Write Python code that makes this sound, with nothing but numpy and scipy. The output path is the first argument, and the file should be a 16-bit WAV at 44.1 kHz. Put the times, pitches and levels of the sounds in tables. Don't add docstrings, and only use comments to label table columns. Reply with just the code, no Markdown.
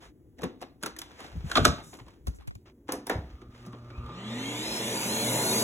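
import sys
import numpy as np
from scipy import signal
from scipy.fft import rfft, irfft, next_fast_len
from scipy.io import wavfile
from scipy.ndimage import uniform_filter1d, map_coordinates

SR = 44100
rng = np.random.default_rng(int(sys.argv[2]) if len(sys.argv) > 2 else 0)


def generate_wav(sig):
    pcm = np.round(np.clip(np.atleast_2d(sig).T, -1, 1) * 32767).astype(np.int16)
    wavfile.write(sys.argv[1], SR, pcm)


N = 248283

# time_s, rate_turns_per_s
SHAFT_SPEED = [(3.1, 2), (3.6, 38), (3.92, 96), (4.02, 121), (4.15, 172), (4.25, 205), (4.4, 256),
               (4.5, 285), (4.6, 306), (4.7, 328), (4.78, 340), (4.97, 372), (5.17, 411), (5.43, 456),
               (5.63, 484)]
# multiple_of_shaft_rate, loudest_at_turns_per_s, half_width_turns_per_s, level_db
WHINE_PARTIALS = [(23.6, 104, 10, -57), (32, 178, 20, -67), (40, 190, 12, -68), (20, 300, 18, -57),
                  (18.5, 372, 20, -49), (24, 185, 9, -63), (16, 185, 10, -55), (16, 222, 22, -47),
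                  (24, 226, 12, -56), (32, 240, 16, -57), (12, 272, 26, -48), (9, 255, 22, -52),
                  (14, 258, 16, -52), (10, 295, 30, -52), (16, 262, 16, -51), (12, 315, 18, -52),
                  (8, 356, 14, -49), (32, 335, 16, -55), (8, 290, 30, -52), (24, 278, 20, -46),
                  (24, 305, 9, -51), (24, 350, 12, -48), (16, 308, 11, -45), (16, 330, 11, -38),
                  (16, 383, 24, -45), (16, 412, 12, -46), (16, 445, 18, -42.5), (8, 468, 19, -41.5),
                  (24, 472, 20, -50)]
# multiple_of_shaft_rate, loudest_at_turns_per_s, half_width_turns_per_s, level_db
AIR_WHISTLES = [(15, 195, 22, -57), (10.5, 200, 30, -58), (8, 255, 25, -50), (11.7, 285, 30, -48),
                (12.6, 325, 22, -46), (7.6, 325, 25, -50), (10, 352, 22, -47), (12.6, 378, 22, -45),
                (6.8, 378, 25, -47), (10.2, 412, 17, -41), (8.1, 415, 18, -47), (9, 440, 22, -41),
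                (9.4, 474, 24, -37), (13.5, 470, 16, -43)]
# freq_hz, density_db_per_hz
ROAR_COLOUR = [(40, -44), (90, 2), (150, 9), (210, 5), (350, -12), (520, 8.5), (750, 2.5), (1000, 2.5),
               (1500, -23.5), (3000, -37)]
# freq_hz, density_db_per_hz
RUSH_COLOUR = [(500, -6), (1200, -11), (1700, 2.5), (2400, 5), (3300, 3.5), (4100, 5), (4600, -2),
               (5200, -19), (6200, -14), (8000, -38.5)]
# freq_hz, density_db_per_hz
HISS_COLOUR = [(3000, -49.5), (4700, -7), (5300, 0), (6700, 5), (9000, 1), (10500, -1.5), (13000, -6.5),
               (16000, -16.5)]
# freq_hz, width_hz, level_db
DUCT_MODES = [(219, 18.5, 8), (251, 15.7, 4), (311.2, 23, 2), (381.7, 24, 1.5), (445.3, 19, 3),
              (529, 24, -3), (576, 18, -4.5), (640, 21, -8.5), (725, 26, -8), (861, 37, -3.5),
              (928, 20, -3.5), (999, 12, -2), (1124, 30, -17), (1180, 37, -11.5), (1404, 56, -9)]
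# full_speed_db, loss_db_per_octave, loss_db_per_octave_squared
ROAR_GROWTH = (-30.5, 11.94, 0.18)
# full_speed_db, loss_db_per_octave, loss_db_per_octave_squared
RUSH_GROWTH = (-36.5, 2.1, 6.5)
# full_speed_db, loss_db_per_octave, loss_db_per_octave_squared
HISS_GROWTH = (-32.5, 12.9, 6.8)
# full_speed_db, loss_db_per_octave, loss_db_per_octave_squared
FIZZ_GROWTH = (-27.5, 17.4, 11)
# freq_hz, level_db
MAINS_HARMONICS = [(120, 0), (240, -9.5), (360, -13), (600, -21)]
# time_s, hum_db, buzz_db
MAINS_LEVELS = [(2.9, -76, -100), (3.3, -67, -64.5), (3.6, -53.5, -67.5), (3.68, -48.5, -54),
                (4.2, -46, -49.5), (4.6, -47, -64), (5.63, -43, -66)]

# start_s, strength_db, knock_over_clack_db, click_over_clack_db, panel_hz
LID_HITS = [(1.499, -48, -4, -4, 1490), (1.514, -28, -12, -5, 1495), (1.554, -19, -5.5, -10, 3360),
            (1.559, -26, -5, -13, 1080), (1.567, -22, -7.5, -8.5, 1250), (1.572, -16.5, -4, -13, 1246),
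            (1.579, -24, 5.5, -11, 783), (1.59, -31.5, 6.5, -13, 690), (1.646, -28.5, -4.5, -5.5, 1289),
            (1.651, -11.5, -5.5, -1.5, 1328), (1.658, -21, 3.5, -9, 641), (1.668, -28.5, 1, -5, 1384),
            (1.678, -31, 1, -8, 1184)]
# freq_hz, level_db, t60_s
LID_MODES = [(610, -3, 0.084), (957, -14.5, 0.2), (1230, -25.5, 0.69), (1280, -13, 0.22),
             (1470, -13.5, 0.2), (1620, -10.5, 0.15), (2120, -22, 0.24), (3370, -23, 0.25),
             (3540, -26.5, 0.53), (3720, -22, 0.72), (4000, -32, 0.7), (5416, -34, 0.2), (6390, -31, 0.55),
             (6700, -28.5, 0.17)]
# freq_hz, density_db_per_hz
LID_KNOCK_COLOUR = [(60, -16), (170, 1.5), (300, 2.5), (520, -5.5), (750, -6.5), (1400, -21), (4000, -73)]
# freq_hz, density_db_per_hz
LID_CLACK_COLOUR = [(250, -30.5), (620, -5), (900, -9.5), (1200, 5.5), (1430, 4), (1900, -6.5), (3000, -7),
                    (3900, -1.5), (5500, -14.5), (12000, -48)]
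# freq_hz, level_db
LID_AIR_MODES = [(190, -6), (265, -6.5), (335, -5), (385, -6.5), (465, -13.5), (600, -7.5), (680, -4)]
# start_s, strength_db, knock_over_clack_db, click_over_clack_db, panel_hz
SWITCH_HITS = [(2.888, -32.5, 1.7, -23.5, 943), (2.921, -36.5, 6, 7, 1016), (2.932, -41.5, 12.3, -9.5, 800),
               (3.068, -41, 4, 5, 910), (3.096, -25.5, 2, -8.5, 1735)]
# freq_hz, level_db, t60_s
BUTTON_MODES = [(693, -2, 0.095), (874, -10, 0.34), (1230, -14, 0.05), (1780, -14, 0.27), (1970, -19, 0.2),
                (2320, -30, 0.2), (2550, -12, 0.11), (2680, -4.5, 0.043), (2850, -20, 0.16)]
# freq_hz, density_db_per_hz
BUTTON_CLACK_COLOUR = [(250, -22), (650, 1.5), (920, 5), (1300, -0.5), (1750, -2), (2600, -10.5),
                       (3800, -12), (5500, -17), (12000, -41.5)]
# freq_hz, level_db
BUTTON_AIR_MODES = [(310, -5.5), (510, -5), (640, -17)]
# start_s, strength_db, knock_over_clack_db, click_over_clack_db, panel_hz
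LIGHT_HITS = [(0.389, -52.5, 10.5, -7, 1840), (0.418, -47.5, 8.5, -1.5, 1130), (0.432, -35, 9, -12.5, 500),
              (0.446, -46.5, 8.5, -16, 477), (0.437, -39.5, -15, -2.5, 1110),
              (0.615, -47.5, 11, -1.5, 1000), (0.624, -40.5, -8, -10, 675), (0.827, -44, 0, 3, 1150),
              (0.834, -32, -0.5, -2.5, 1473), (0.86, -33.5, -1.5, 0, 1370), (0.964, -47.5, -2, -1, 1830),
              (0.987, -46, -1.5, 10.5, 3060), (1.016, -40.5, -14, -0.5, 3350), (1.202, -46.5, -3, -6, 1170),
              (1.246, -48, 0.5, -11.5, 680), (1.783, -46, -1, -15, 880), (1.803, -48.5, 2, -16, 720),
              (1.931, -47, 1, -18.5, 763), (1.938, -53.5, 9.5, 2.5, 1043), (1.949, -52.5, -3.5, -17, 800),
              (1.988, -50, -2, -14.5, 1090), (1.997, -49.5, -8.5, -17.5, 963), (2.066, -59, 9.5, -21, 1100),
              (2.082, -53.5, -3, -8.5, 1014), (2.269, -51.5, 2, 9, 1068), (2.279, -56, 6, 9, 1446),
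              (2.408, -57.5, -22, -12, 830), (2.421, -59.5, -30, -11, 1157), (2.474, -56, -18.5, 5.5, 2364),
              (2.551, -71, -11.5, 15, 2543), (3.417, -54.5, 9, -12, 1320), (3.662, -60.5, 13, 7, 1124),
              (3.732, -48, 7.5, -28, 1134), (3.903, -50.5, 3.5, -25.5, 1346), (4.062, -53, -4, -11, 3420),
              (4.09, -50, 5.5, -20, 915)]
# freq_hz, level_db, t60_s
SHELL_MODES = [(780, -2.5, 0.13), (1100, -6, 0.26), (1260, -17.5, 0.35), (1360, -13, 0.2),
               (1255, -20, 0.073), (1556, -26, 0.16), (2020, -22, 0.24), (3130, -38, 0.25),
               (3420, -35, 0.43), (3970, -37, 0.35), (4170, -23, 0.3), (5450, -33, 0.12),
               (6180, -46.5, 0.47), (6380, -29.5, 0.41), (6799, -29, 0.22), (8050, -18.5, 0.12)]
# freq_hz, density_db_per_hz
KNOCK_COLOUR = [(60, -25), (170, -6), (300, 7), (500, -2.5), (750, -6), (1400, -19), (4000, -75)]
# freq_hz, density_db_per_hz
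CLACK_COLOUR = [(250, -40.5), (700, -8.5), (950, 0.5), (1350, -1), (2000, -3), (3000, -6), (3900, -6),
                (5500, -15.5), (12000, -66)]
# freq_hz, level_db
HOLDER_AIR_MODES = [(185, -3.5), (325, -7), (410, -9), (490, -6.5), (690, -14)]
# freq_hz, density_db_per_hz
CLICK_COLOUR = [(1200, -32), (3300, -8.5), (5000, -5), (6500, -4.5), (8500, -11), (11000, -14.5),
                (16000, -33.5)]
# freq_hz, density_db_per_hz
TICK_COLOUR = [(5000, -32), (9000, -1), (10500, -4.5), (13000, -7), (16000, -15.5)]
# start_s, relative_level_db, pitch_hz
DULL_BUMPS = [(0.436, -23.5, 152), (1.331, -34.5, 86), (1.353, -28.5, 150), (1.368, -23.5, 61.4),
              (1.398, -29, 62), (1.441, -24, 117.5), (1.459, -25.5, 62), (1.579, -22, 214),
              (1.597, -18.5, 81.3), (1.611, -17, 125), (1.628, -15, 92), (1.66, -16.5, 158.8),
              (1.682, -17.5, 59.7), (1.694, -23, 146), (1.716, -29, 165), (1.762, -40, 75),
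              (2.011, -35, 89.4), (2.282, -20.5, 64), (2.417, -53, 61.3), (2.556, -36, 84.8),
              (3.155, -23.5, 73.4), (3.184, -24.5, 55.5), (3.24, -29, 60.7), (3.333, -32.5, 56.3),
              (3.49, -36.5, 54.4), (3.673, -32, 161), (3.984, -27, 72), (4.042, -32.5, 48.9)]
# freq_hz, density_db_per_hz
THUD_COLOUR = [(25, -20.5), (55, 1), (160, -1.5), (260, -11), (450, -28), (1000, -60.5)]
# start_s, length_s, scuff_db, hiss_db
RUB_STROKES = [(0, 0.13, -46.5, -52), (0.95, 0.83, -51.5, -59), (1.172, 0.18, -46.5, -52),
               (1.296, 0.55, -59, -83), (1.437, 0.45, -42.5, -42), (1.769, 0.12, -61, -61),
               (1.819, 0.26, -59.5, -43.5), (2.037, 0.24, -60.5, -65), (2.342, 0.069, -68.5, -51),
               (2.393, 0.037, -56, -77), (2.652, 0.084, -52, -74.5), (3.157, 0.5, -57.5, -76.5),
               (3.497, 0.41, -52.5, -60.5), (3.728, 1, -56, -68)]
# freq_hz, density_db_per_hz
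PAPER_COLOUR = [(150, -2.5), (500, -0.5), (1200, -2), (2000, -5), (3800, -9), (6000, -15.5), (16000, -53.5)]

# start_s, relative_thud_db, pitch_hz, tap_db
GRIP_SHIFTS = [(2.272, -21, 72.6, -26), (2.338, -40, 95.7, -52.5), (2.386, -44, 149, -46),
               (2.477, -18.5, 62, -33.5), (2.508, -37.5, 94.5, -36.5), (2.553, -43, 159.4, -40)]
# freq_hz, density_db_per_hz
SKIN_COLOUR = [(60, -9), (200, 6), (600, -3), (1100, -7.5), (2000, -13), (5000, -25), (14000, -38.5)]
# freq_hz, density_db_per_hz
RUMBLE_COLOUR = [(15, -51), (27, -26), (38, -9.5), (55, 7.5), (90, -10), (200, -22), (500, -55.5)]
# freq_hz, density_db_per_hz
FLOOR_COLOUR = [(15, -57.5), (25, -18), (70, -2.5), (102, -5.5), (145, -6.5), (180, -15), (242, -7),
                (309, -4.5), (344, -7.5), (695, -30), (4370, -49.5), (11000, -45.5), (16000, -45.5)]
# time_s, half_turns
PHASE_SWING = [(2.26, 0), (2.34, .6), (2.42, .93), (2.54, .93), (2.6, .3), (2.66, 0)]
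# freq_hz, t60_s
ROOM_DECAY = [(80, 0.93), (300, 0.37), (1200, 0.33), (4000, 0.34), (8000, 0.21), (15000, 0.11)]
# freq_hz, left_lead_rad
PORT_LEAD = [(20, 0), (700, 0), (1150, -1.1), (1900, -.4), (2500, 2), (3400, 1.6), (4100, 2.3), (4700, 3.1),
             (5300, 4.1), (6400, 6.1), (7100, 6.6), (9000, 9.4), (10700, 12.3), (11500, 12.7),
             (12800, 15.4), (13600, 15.9), (14700, 18.8)]
# freq_hz, likeness_0_to_1
PORT_LIKENESS = [(50, 1), (350, 1), (700, 0.89), (1300, 0.072), (2300, 0.29), (4000, 0.97), (12000, 1)]
# freq_hz, left_lead_rad, left_over_right_db
EARLY_WIDE_BASS = [(30, -.3, .5), (130, -.5, 2), (260, -.8, 2), (440, -.4, 2.5), (580, -.6, 5),
                   (720, .1, 3), (1000, -.6, -1), (1350, -.5, -3), (2100, 0, 0)]

POWER_ON_S, SOFT_START_S = 2.9, 0.58
FULL_SPEED_HZ, FIZZ_HZ = 484, 9000
MOUNT_HZ, MOUNT_WIDTH_HZ = 255, 66
MOTOR_DIRECT_DB, MOTOR_ROOM_DB = -2, -6.5
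STROKE_ATTACK, STROKE_RELEASE, STROKE_SAG_DB = 0.25, 0.55, 14
GRIP_DRAG_DB, QUIET_DB = -63, -57.5
NARROW_S, NARROW_HZ = 2.58, 560
LOW_CUT_HZ, TOP_HZ = 24, 16000

SHARED_ONLY = np.array([[1], [0]])
OPPOSED = np.array([[1], [-1]])
QUARTER_TURN = np.array([[0], [np.pi / 2]])


def motor(unbalance_db=-36):
    rate = curves(SHAFT_SPEED)[0]
    turn = phase(rate * (1 + .003 * wobble(60)))
    whine = 0
    for multiple, centre, width, db in WHINE_PARTIALS:
        level = amp(db + 2.6 * wobble(25) + 2.5 * wobble(90)) * swell(rate, centre, width)
        whine = whine + level * np.sin(multiple * turn)
    shake = amp(unbalance_db) * abs(resonance(rate, MOUNT_HZ, MOUNT_WIDTH_HZ)) * np.sin(turn)
    tones = np.sqrt(2) * whine * drive()
    direct = tones + np.sqrt(2) * shake * drive()
    return amp(MOTOR_DIRECT_DB) * direct * SHARED_ONLY + amp(MOTOR_ROOM_DB) * room(tones)


def whistles(gain_db=3.5, width_hz=170):
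    rate = curves(SHAFT_SPEED)[0]
    turn = phase(rate)
    tones = 0
    for multiple, centre, width, db in AIR_WHISTLES:
        breathy = wobble(width_hz) * np.sin(multiple * turn) + wobble(width_hz) * np.cos(multiple * turn)
        tones = tones + amp(db + gain_db) * swell(rate, centre, width) * breathy
    return amp(MOTOR_DIRECT_DB) * tones * SHARED_ONLY + amp(MOTOR_ROOM_DB) * room(tones)


def airflow(roar_db=-8, duct_db=-0.5, ripple_db=2.0, flicker_db=2.9):
    def duct(hz):
        modes = sum(amp(db) * resonance(hz, centre, width) for centre, width, db in DUCT_MODES)
        return modes * hz ** 4 / (hz ** 4 + 150 ** 4) / (1 + (hz / 1700) ** 4)

    pipes = unit(filtered(rng.standard_normal((2, N)), duct))
    dense = np.column_stack([np.geomspace(600, 16000, num=260), rng.standard_normal(260)])

    def rippled(x):
        return unit(filtered(x, lambda hz: amp(ripple_db * along(dense, hz))))

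    low = amp(roar_db) * patchy(noise(ROAR_COLOUR), flicker_db / 2)
    low += amp(duct_db) * patchy(pipes, flicker_db / 2)
    air = amp(speed_db(ROAR_GROWTH) + 0.9 * wobble(14)) * low
    rush = patchy(rippled(noise(RUSH_COLOUR)), flicker_db)
    air += amp(speed_db(RUSH_GROWTH) + 0.1 * wobble(28)) * rush
    hiss = patchy(rippled(noise(HISS_COLOUR)), flicker_db / 2)
    fizz = filtered(hiss, lambda hz: hz > FIZZ_HZ)
    air += amp(speed_db(HISS_GROWTH)) * (hiss - fizz) + amp(speed_db(FIZZ_GROWTH)) * fizz
    return drive() * air


def mains(waver_db=2.5, iron_hz=1215, iron_width_hz=170, rasp=0.093):
    t = np.arange(N) / SR
    hum_db, buzz_db = curves(MAINS_LEVELS)
    hum = 0
    for hz, db in MAINS_HARMONICS:
        tone = np.sin(2 * np.pi * hz * t + rng.uniform(0, 2 * np.pi))
        hum = hum + amp(db + waver_db * wobble(9.8)) * np.sqrt(2) * tone
    half_cycles = t * MAINS_HARMONICS[0][0]
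    kicks = np.diff(np.floor(half_cycles), prepend=0)
    kicks = kicks + rasp * (1 - half_cycles % 1) * rng.standard_normal(N)
    iron = unit(filtered(kicks, lambda hz: resonance(hz, iron_hz, iron_width_hz) ** 2))
    return (amp(hum_db) * hum + amp(buzz_db + waver_db * wobble(8.6)) * iron) * (t > POWER_ON_S)


def drive():
    return np.clip((np.arange(N) / SR - POWER_ON_S) / SOFT_START_S, 0, 1)


def speed_db(law):
    full_db, slope_db, droop_db = law
    octaves = np.log2(FULL_SPEED_HZ / np.maximum(curves(SHAFT_SPEED)[0], 1))
    return full_db - slope_db * octaves - abs(droop_db) * octaves ** 2


def swell(rate, centre, width):
    return np.exp(-((rate - centre) / width) ** 2)


def patchy(x, depth_db):
    z = signal.stft(x, nperseg=1024)[2]
    field = uniform_filter1d(rng.standard_normal(z.shape[1:]), size=3, axis=0)
    field = uniform_filter1d(field, size=4, axis=1)
    return unit(signal.istft(z * amp(depth_db * unit(field)), nperseg=1024)[1][:, :N])


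def lid():
    return contacts(LID_HITS, LID_KNOCK_COLOUR, LID_CLACK_COLOUR, LID_AIR_MODES, LID_MODES,
                    knock_db=-1.5, clack_db=2.5, click_db=8, tick_db=-6.5, ring_db=-17.5, cavity_db=0.0,
                    panel_db=6.0, sweep=.2, knock_t60_s=0.081, clack_t60_s=0.042, click_t60_s=.015,
                    rise_s=0.0012, chatter_db=1.5, room_db=-11.0)


def switch():
    return contacts(SWITCH_HITS, KNOCK_COLOUR, BUTTON_CLACK_COLOUR, BUTTON_AIR_MODES, BUTTON_MODES,
                    knock_db=-2.0, clack_db=2.0, click_db=4.5, tick_db=8.0, ring_db=-6.5, cavity_db=4.0,
                    panel_db=6, sweep=0.61, knock_t60_s=0.163, clack_t60_s=0.091, click_t60_s=0.018,
                    rise_s=0.0022, chatter_db=1.5, room_db=-7.5)


def handling():
    return contacts(LIGHT_HITS, KNOCK_COLOUR, CLACK_COLOUR, HOLDER_AIR_MODES, SHELL_MODES,
                    knock_db=1, clack_db=0.0, click_db=6.5, tick_db=3, ring_db=-16.5, cavity_db=-1.0,
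                    panel_db=6.0, sweep=0.27, knock_t60_s=.12, clack_t60_s=0.081, click_t60_s=.025,
                    rise_s=0.0007, chatter_db=2.5, room_db=-11.5)


def contacts(rows, knock_colour, clack_colour, air_modes, shell_modes, knock_db, clack_db, click_db, tick_db,
             ring_db, cavity_db, panel_db, sweep, knock_t60_s, clack_t60_s, click_t60_s, rise_s, chatter_db,
             room_db, sweep_s=0.005, cavity_t60_s=0.076, panel_t60_s=0.037, swell_s=0.0038):
    out, t = np.zeros((2, N)), np.arange(SR // 3) / SR
    colours = [noise(spectrum) for spectrum in (knock_colour, clack_colour, CLICK_COLOUR, TICK_COLOUR)]
    chatter = amp(chatter_db * wobble(450))

    def fade(t60_s):
        return amp(-60 * t / t60_s)

    def mode(hz, t60_s):
        return fade(t60_s) * np.sin(2 * np.pi * hz * t + rng.uniform(0, 2 * np.pi) + QUARTER_TURN)

    def burst(grain, shape):
        shaped = grain * shape
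        return shaped * np.linalg.norm(shape) / np.linalg.norm(shaped, axis=1, keepdims=True)

    for s, db, weight_db, hard_db, panel_hz in rows:
        start = rng.integers(N - len(t))
        knock, clack, click, tick = [c[:, start:start + len(t)] for c in colours]
        rough = chatter[start:start + len(t)]
        cavity = sum(amp(cavity_db + level_db) * mode(hz, cavity_t60_s) for hz, level_db in air_modes)
        hollow = amp(knock_db) * burst(knock, fade(knock_t60_s)) + cavity
        bending_hz = panel_hz * (1 + sweep * (np.exp(-t / sweep_s) - .5))
        flex = fade(panel_t60_s) * np.sin(phase(bending_hz) + QUARTER_TURN)
        panel = amp(clack_db) * burst(clack * rough, fade(clack_t60_s)) + amp(panel_db) * flex
        for hz, level_db, t60_s in shell_modes:
            panel += amp(ring_db + level_db + rng.normal(0, 2.6)) * mode(hz, t60_s)
        hit = amp(db + weight_db) * hollow * (1 - np.exp(-t / swell_s))
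        hit += amp(db) * panel * (1 - np.exp(-t / rise_s))
        bite = fade(click_t60_s) * (1 - np.exp(-t / .0011))
        edges = amp(click_db) * burst(click * rough, bite) + amp(tick_db) * burst(tick * rough, bite)
        hit += amp(db + hard_db) * edges
        add(out, s, hit)
        add(out, s, amp(room_db) * room(hit[0]))
    return out


def lead_ins(gain_db=-14, grain_db=4, lead_s=0.0066):
    level, t = np.zeros(N), np.arange(-SR // 20, 0) / SR
    for s, db, weight_db, *_ in [*LIGHT_HITS, *LID_HITS, *SWITCH_HITS]:
        add(level, s + t[0], amp(min(db + weight_db, -34) + gain_db) * np.exp(t / lead_s))
    hissing = noise(PAPER_COLOUR) + amp(-6.5) * noise(CLICK_COLOUR)
    return level * unit(amp(grain_db * wobble(300))) * hissing


def bumps(rows, t60_s=.11, rise_s=0.0072, bend=0.33, settle_s=0.026, gain_db=4, rough=0.16, shudder_db=-11):
    out, t = np.zeros(N), np.arange(SR // 3) / SR
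    shudder = noise(THUD_COLOUR)[0]
    for s, db, hz in rows:
        uneven = np.exp(rough * wobble(120)[:len(t)])
        swing = np.sin(phase(hz * uneven * (1 + bend * np.exp(-t / settle_s))))
        swing = swing + amp(shudder_db) * shudder[round(s * SR):][:len(t)]
        add(out, s, amp(db + gain_db - 60 * t / t60_s) * (1 - np.exp(-t / rise_s)) * swing)
    return out


def rubbing(hiss_db=-7.5, catches_per_s=40, catch_db=5, catch_s=0.0036):
    scuff, hiss = np.zeros((2, N))
    for s, length, low_db, high_db in RUB_STROKES:
        u = np.clip((np.arange(N) / SR - s) / length, 0, 1)
        ramps = np.minimum(u / STROKE_ATTACK, (1 - u) / STROKE_RELEASE)
        press = np.clip(ramps, 0, 1) * amp(-STROKE_SAG_DB * u)
        scuff, hiss = scuff + amp(low_db) * press, hiss + amp(high_db) * press
    snags = (rng.random(N) < catches_per_s / SR) * rng.random(N)
    catches = signal.lfilter([1], [1, -np.exp(-1 / (catch_s * SR))], snags)
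    slide = scuff * noise(PAPER_COLOUR) + amp(hiss_db) * hiss * noise(HISS_COLOUR)
    return unit(1 + amp(catch_db) * catches) * slide


def fingers(tap_t60_s=0.036, tap_rise_s=0.00049, drag_grain_db=3.0):
    t = np.arange(N) / SR
    held = 1. * (t > GRIP_SHIFTS[0][0]) * (t < GRIP_SHIFTS[-1][0])
    touch = amp(GRIP_DRAG_DB + drag_grain_db * wobble(60)) * uniform_filter1d(held, size=800)
    for s, _, _, tap_db in GRIP_SHIFTS:
        age = np.maximum(t - s, 0)
        touch = touch + amp(tap_db - 60 * age / tap_t60_s) * (1 - np.exp(-age / tap_rise_s))
    thuds = bumps([row[:3] for row in GRIP_SHIFTS], t60_s=0.088, bend=1.8, settle_s=0.01, gain_db=-4,
                  rough=0.18)
    return (thuds + touch * noise(SKIN_COLOUR)[0]) * OPPOSED


def rumble(shake_db=-17, rise_s=0.031, settle_s=0.066, carry_db=-65, sway_db=3):
    t = np.arange(N) / SR
    deepest_hz = min(hz for _, _, hz in DULL_BUMPS)
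    power = 0
    for s, db, hz in DULL_BUMPS:
        around = np.exp(-2 * np.maximum((s - t) / rise_s, (t - s) / settle_s))
        power = power + (amp(db + shake_db) * deepest_hz / hz) ** 2 * around
    return np.sqrt(2 * power + amp(carry_db + sway_db * wobble(14)) ** 2) * noise(RUMBLE_COLOUR)


def quiet():
    pair = ports(noise(FLOOR_COLOUR) * [[1], [.5]])
    pair = signal.hilbert(pair, next_fast_len(N))[:, :N]
    swung = np.real(pair * np.exp(1j * np.pi * curves(PHASE_SWING)[0] * [[0], [1]]))
    return amp(QUIET_DB + 0.26 * wobble(0.58)) * swung


def room(x):
    hz, t, z = signal.stft(rng.standard_normal((2, SR // 2)), SR, nperseg=256)
    tail = signal.istft(z * amp(-60 * t / along(ROOM_DECAY, hz)[:, None]), SR, nperseg=256)[1]
    tail = np.pad(tail / np.linalg.norm(tail[0]), ((0, 0), (SR // 200, 0)))
    return signal.fftconvolve(np.atleast_2d(x), tail, axes=1)[:, :N]


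def ports(pair):
    def mix(hz):
        angle = np.arccos(np.clip(along(PORT_LIKENESS, hz), 0, 1)) / 2
        return np.array([np.cos(angle), np.sin(angle)])

    def lead(hz):
        return np.exp(.5j * np.interp(hz, *np.transpose(PORT_LEAD)) * OPPOSED)

    shared, apart = filtered(pair, mix)
    return filtered(np.array([shared + apart, shared - apart]), lead)


def bass_image(x):
    def spread(hz):
        lead, tilt_db = (along(np.array(EARLY_WIDE_BASS)[:, [0, k]], hz) for k in range(1, 3))
        return np.exp(.5j * lead * OPPOSED) * amp(.5 * tilt_db * OPPOSED)

    side = filtered((x[0] - x[1]) / 2, lambda hz: hz ** 6 / (hz ** 6 + NARROW_HZ ** 6))
    narrow = np.clip((np.arange(N) / SR - NARROW_S) / .03, 0, 1)
    return (1 - narrow) * filtered(x, spread) + narrow * (x.mean(axis=0) + side * OPPOSED)


def resonance(hz, centre, width):
    return 1j * hz * width / (centre ** 2 - hz * hz + 1j * hz * width)


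def noise(spectrum):
    return unit(filtered(rng.standard_normal((2, N)), lambda hz: amp(along(spectrum, hz))))


def filtered(x, response):
    m = next_fast_len(N + SR // 2)
    return irfft(rfft(x, m) * response(np.fft.rfftfreq(m, 1 / SR)), m)[..., :N]


def wobble(rate):
    return map_coordinates(rng.standard_normal(int(N * rate / SR) + 4), [np.arange(N) * rate / SR])


def phase(hz):
    return 2 * np.pi * np.cumsum(hz) / SR


def curves(rows):
    s, *cols = np.transpose(rows)
    return [np.interp(np.arange(N) / SR, s, c) for c in cols]


def along(points, hz):
    f, v = np.transpose(points)
    return np.interp(np.log(hz + 1), np.log(f + 1), v)


def amp(db):
    return 10 ** (np.asarray(db) / 20)


def unit(x):
    return x / np.sqrt(np.mean(x ** 2) + 1e-20)


def add(track, s, sound):
    part = track[..., round(s * SR):][..., :sound.shape[-1]]
    part += sound[..., :part.shape[-1]]


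def scene():
    machine = motor() + whistles() + airflow() + mains() * SHARED_ONLY
    hands = lid() + switch() + handling() + lead_ins() + rubbing()
    hands = hands + bumps(DULL_BUMPS, t60_s=0.078, gain_db=4.5) * SHARED_ONLY
    return bass_image(ports(machine + hands + rumble()) + quiet()) + fingers()


def record(dry):
    return filtered(dry, lambda hz: (hz < TOP_HZ) * hz ** 4 / (hz ** 4 + LOW_CUT_HZ ** 4))


dry = scene()
out = record(dry)
generate_wav(out)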